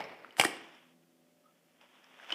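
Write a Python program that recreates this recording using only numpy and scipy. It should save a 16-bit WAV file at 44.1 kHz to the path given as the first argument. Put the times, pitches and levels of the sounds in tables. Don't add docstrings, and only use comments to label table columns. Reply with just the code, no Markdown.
import sys
import numpy as np
from scipy import signal
from scipy.fft import rfft, irfft
from scipy.io import wavfile
from scipy.ndimage import uniform_filter1d

SR = 44100
rng = np.random.default_rng(int(sys.argv[2]) if len(sys.argv) > 2 else 0)


def ratio_of_db(decibels):
    return 10 ** (np.asarray(decibels, float) / 20)


def waveform_to_disk(signal):
    frames = np.transpose(np.atleast_2d(signal))
    scaled = np.clip(frames, -1, 1) * 32767
    samples = np.round(scaled).astype(np.int16)
    wavfile.write(sys.argv[1], SR, samples)


N = 103458
END_S = 2.346
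BASS_CUT_HZ, TOP_HZ = 110, 15500

# hz, density_db
AIR_COLOUR = [(29, -57), (50, -46), (217, -7.5), (251, -5), (352, -11), (597, -12.5), (1090, -27),
              (5480, -27), (15800, -30)]
AIR_DB = -72.0
# hz, rms_db
HUM = [(545, -85), (596, -82.5), (743, -86.5)]
# hz, rms_db
MOTOR = [(84, -97), (168, -79), (252, -74.5), (335, -79)]
# time_s, level_db
MOTOR_LOAD = [(.7, -2.5), (.95, 2), (1.08, -2.5), (1.25, -1), (1.45, -6), (2.3, -4)]

# time_s, pressure_db
SETTLE = [(0, -45.5), (.006, -39.5), (.03, -45), (.07, -48.5), (.15, -55), (.25, -58.5), (.36, -61),
          (.4, -78)]
# hz, density_db
SETTLE_COLOUR = [(150, -10), (450, 0.5), (850, -1.5), (1500, -8.5), (2200, -3), (3800, -19), (5300, -22),
                 (6500, -38.5)]
# time_s, pressure_db
DRAG = [(.362, -85.5), (.372, -56), (.385, -42), (.4, -31.5), (.425, -37.5), (.435, -43), (.45, -35.5),
        (.47, -46), (.52, -63)]
# hz, density_db
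DRAG_COLOUR = [(200, -6), (800, 0.5), (3000, -5.5), (4000, -11), (5200, -7), (6800, -12.5), (8500, -7),
               (15000, -20)]
# time_s, pressure_db
SLIDE = [(.45, -67), (.55, -53.5), (.7, -59.5), (0.879, -68), (0.961, -80.5), (1.4, -81), (1.7, -75.5),
         (1.8, -73.5), (1.815, -61), (1.85, -65.5), (2.0, -66), (2.15, -61), (2.271, -54), (2.304, -50),
         (2.35, -45.5)]
# hz, density_db
SLIDE_COLOUR = [(150, -18), (600, 3), (1600, 2), (3400, 1.5), (4100, -18), (5400, -11.5), (6800, -18.5),
                (14000, -31.5)]
SLIPS_PER_S, SLIP_SPREAD_DB = 9700, 0.5

# start_s, peak_db, ring_hz, ring_t60_s, card_body_db
TICKS = [(.004, -30.5, 847, 0.05, 1.5), (.012, -36.5, 2196, 0.04, 0), (0.041, -44, 5260, .02, 1.5),
         (.066, -44.5, 444, 0.1, -9), (0.2464, -31, 1360, 0.0093, -18), (0.3078, -44.5, 2970, 0.013, -10.5),
         (0.3257, -52.5, 5000, .006, -14), (.568, -47, 8640, 0.0059, 6), (.615, -58.5, 9000, 0.0075, -5),
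         (.75, -55, 5320, 0.0074, -12), (1.812, -51.5, 2573, 0.022, 3.5), (2.043, -50.5, 5500, .006, 4),
         (2.199, -39.5, 1600, 0.013, -16), (2.263, -46, 3000, 0.016, -13), (2.2945, -40.5, 2710, 0.019, 3),
         (2.3044, -31.5, 2560, 0.022, 1.5), (2.3208, -27.5, 2980, 0.033, -19),
         (2.3239, -22.5, 3070, 0.025, -4), (2.326, -43.5, 330, 0.098, -19)]
# start_s, peak_db, ring_hz, ring_t60_s, card_body_db
SNAPS = [(.3682, -29.5, 1900, 0.005, -11), (.3845, -30, 750, 0.018, -7), (.3972, -3, 2300, 0.0034, -4),
         (.3973, -15.5, 820, 0.011, -14), (.3988, -16.5, 3050, .014, -11.5),
         (.4016, -16.5, 2900, 0.014, -6), (.4115, -19, 8300, 0.0018, 0), (.4122, -9.5, 2300, .007, -13.5),
         (.4140, -17.5, 2300, 0.0072, -9), (.4373, -11, 1150, 0.0068, -13),
         (.4466, -23, 10300, 0.0049, -3.5), (.4480, -25.5, 720, 0.037, -9), (.4490, -18, 1900, 0.018, -5.5),
         (.4504, -19, 8300, 0.0036, -5), (.4512, -18, 1900, 0.0095, -5.5), (.4515, -17, 335, 0.027, -15.5),
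         (.4645, -35, 9100, 0.0032, 8)]
# hz, level_db, t60_s
CARD_MODES = [(346, -20, .03), (820, -7, .02), (1587, -2, .01), (2370, -5, .008), (2998, -1, .01),
              (3350, -16.5, 0.0084), (5050, -9, .012)]
# hz, density_db
CRACK_COLOUR = [(2500, -16.5), (4000, -7.5), (5000, 1.5), (6600, -9), (8000, 1.5), (9200, -4), (11500, -14),
                (15000, -20)]
SNAP_CRACK_DB, TICK_CRACK_DB, CRACK_T60_S = -9.5, -26.5, 0.017
CRACKLE_DB, CRACKLE_T60_S = -9.5, 0.0054
RISE_CYCLES = 0.6

# hz, t60_s
WALL_DECAY = [(200, 0.76), (700, .55), (2500, 0.56), (5000, 0.54), (10000, 0.27)]
# hz, level_db
WALL_COLOUR = [(100, -5), (340, 3.5), (1000, 0), (3000, 0.5), (4000, -3), (12000, 3.5)]
WALL_DB, WALL_DELAY_S = -10.5, 0.004

# start_s, length_s, level_db, from_hz, to_hz, width_hz
SCRAPE = (1.43, .09, -68, 1220, 1340, 150)


def evened(x):
    return x / np.sqrt(np.mean(x ** 2) + 1e-20)


def read(points, hz):
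    table_hz, value = np.transpose(points)
    return np.interp(np.log(hz + 1), np.log(table_hz + 1), value)


def colour(x, points):
    gain = ratio_of_db(read(points, np.fft.rfftfreq(len(x), 1 / SR)))
    return irfft(rfft(x) * gain, len(x))


def follow(curve):
    time_s, level_db = np.transpose(curve)
    return ratio_of_db(np.interp(np.arange(N) / SR, time_s, level_db))


def wander(fastest_hz):
    t = np.arange(N) / SR
    rates_hz = fastest_hz * np.geomspace(0.1, 1, num=8)
    return evened(sum(np.sin(2 * np.pi * (hz * t + rng.random())) for hz in rates_hz))


def add(mix, start_s, sound):
    part = mix[max(round(start_s * SR), 0):][:len(sound)]
    part += sound[:len(part)]


def hum_line(hz, rms_db):
    t = np.arange(N) / SR
    level = np.sqrt(2) * ratio_of_db(rms_db + 2.5 * wander(3.6))
    return level * np.sin(2 * np.pi * (hz * t + 0.0994 * wander(9)))


def background():
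    motor = follow(MOTOR_LOAD) * sum(hum_line(*row) for row in MOTOR)
    hum = motor + sum(hum_line(*row) for row in HUM)
    return ratio_of_db(AIR_DB) * evened(colour(rng.standard_normal(N), AIR_COLOUR)) + hum


def slide(pressure, points):
    spread_db = SLIP_SPREAD_DB * np.minimum(rng.exponential(1, N), 5)
    size = ratio_of_db(spread_db) * rng.standard_normal(N)
    slips = size * (rng.random(N) < SLIPS_PER_S / SR)
    t = np.arange(N) / SR
    touching = (t >= pressure[0][0]) * (t <= pressure[-1][0])
    unsteady = ratio_of_db(1.6 * wander(40))
    return evened(colour(slips, points)) * follow(pressure) * unsteady * touching


def ring(hz, t60_s):
    t = np.arange(4096) / SR
    rise = np.sin(np.pi / 2 * np.minimum(t * hz / RISE_CYCLES, 1)) ** 2
    return rise * ratio_of_db(-60 * t / max(t60_s, 1e-3)) * np.sin(2 * np.pi * hz * t)


def snap(peak_db, ring_hz, ring_t60_s, card_body_db, crack_db, noise):
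    t = np.arange(len(noise)) / SR
    blow = ratio_of_db(CRACKLE_DB - 60 * t / CRACKLE_T60_S) * noise
    blow[0] = 1
    modes = sum(ratio_of_db(db) * ring(hz, t60_s) for hz, db, t60_s in CARD_MODES)
    body = signal.fftconvolve(blow, modes)[:4096] / 2
    crack = evened(colour(noise[::-1], CRACK_COLOUR))
    body[:len(t)] += ratio_of_db(crack_db - 60 * t / CRACK_T60_S) * crack
    return ratio_of_db(peak_db) * (ring(ring_hz, ring_t60_s) + ratio_of_db(card_body_db) * body)


def walls(x):
    taps, slots = np.zeros(SR), np.arange(0, SR - 20, 20)
    taps[slots + rng.integers(0, 20, len(slots))] = rng.choice([-1., 1.], len(slots))
    hz, t, bands = signal.stft(taps, SR, nperseg=256)
    decay_db = -60 * t / read(WALL_DECAY, hz)[:, None]
    bands = bands * ratio_of_db(read(WALL_COLOUR, hz)[:, None] + decay_db)
    tail = signal.istft(bands, SR, nperseg=256)[1]
    tail = np.r_[np.zeros(round(WALL_DELAY_S * SR)), tail / np.linalg.norm(tail)]
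    return signal.fftconvolve(x, tail)[:N]


def scrape():
    start_s, length_s, level_db, from_hz, to_hz, width_hz = SCRAPE
    u = np.arange(0, 1, 1 / (length_s * SR))
    slow_noise = uniform_filter1d(rng.standard_normal(9000), int(SR / width_hz))
    fuzz = evened(slow_noise)[:len(u)]
    swell = ratio_of_db(level_db) * np.sin(np.pi * u ** 0.6)
    phase = 2 * np.pi * np.cumsum(from_hz + (to_hz - from_hz) * u) / SR
    return start_s, swell * (1 + fuzz) * np.sin(phase)


def scene():
    air = background()
    cards = slide(SLIDE, SLIDE_COLOUR) + slide(SETTLE, SETTLE_COLOUR) + slide(DRAG, DRAG_COLOUR)
    add(cards, *scrape())
    noises = rng.standard_normal((2, 30, 900))
    for events, crack_db, rows in zip((SNAPS, TICKS), (SNAP_CRACK_DB, TICK_CRACK_DB), noises):
        for (start_s, *blow), noise in zip(events, rows):
            add(cards, start_s, snap(*blow, crack_db, noise))
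    bass_cut = signal.butter(4, BASS_CUT_HZ, "high", fs=SR, output="sos")
    in_room = cards + ratio_of_db(WALL_DB) * walls(cards)
    return (signal.sosfilt(bass_cut, in_room) + air)[None]


def roll_off(x):
    return signal.sosfilt(signal.butter(12, 16160, fs=SR, output="sos"), x)


def record(dry):
    low_pass = signal.firwin(255, TOP_HZ, fs=SR)[None]
    heard = signal.oaconvolve(dry, low_pass, "same")
    running = np.arange(N) < END_S * SR
    return roll_off(heard * running)


dry = scene()
out = record(dry)
waveform_to_disk(out)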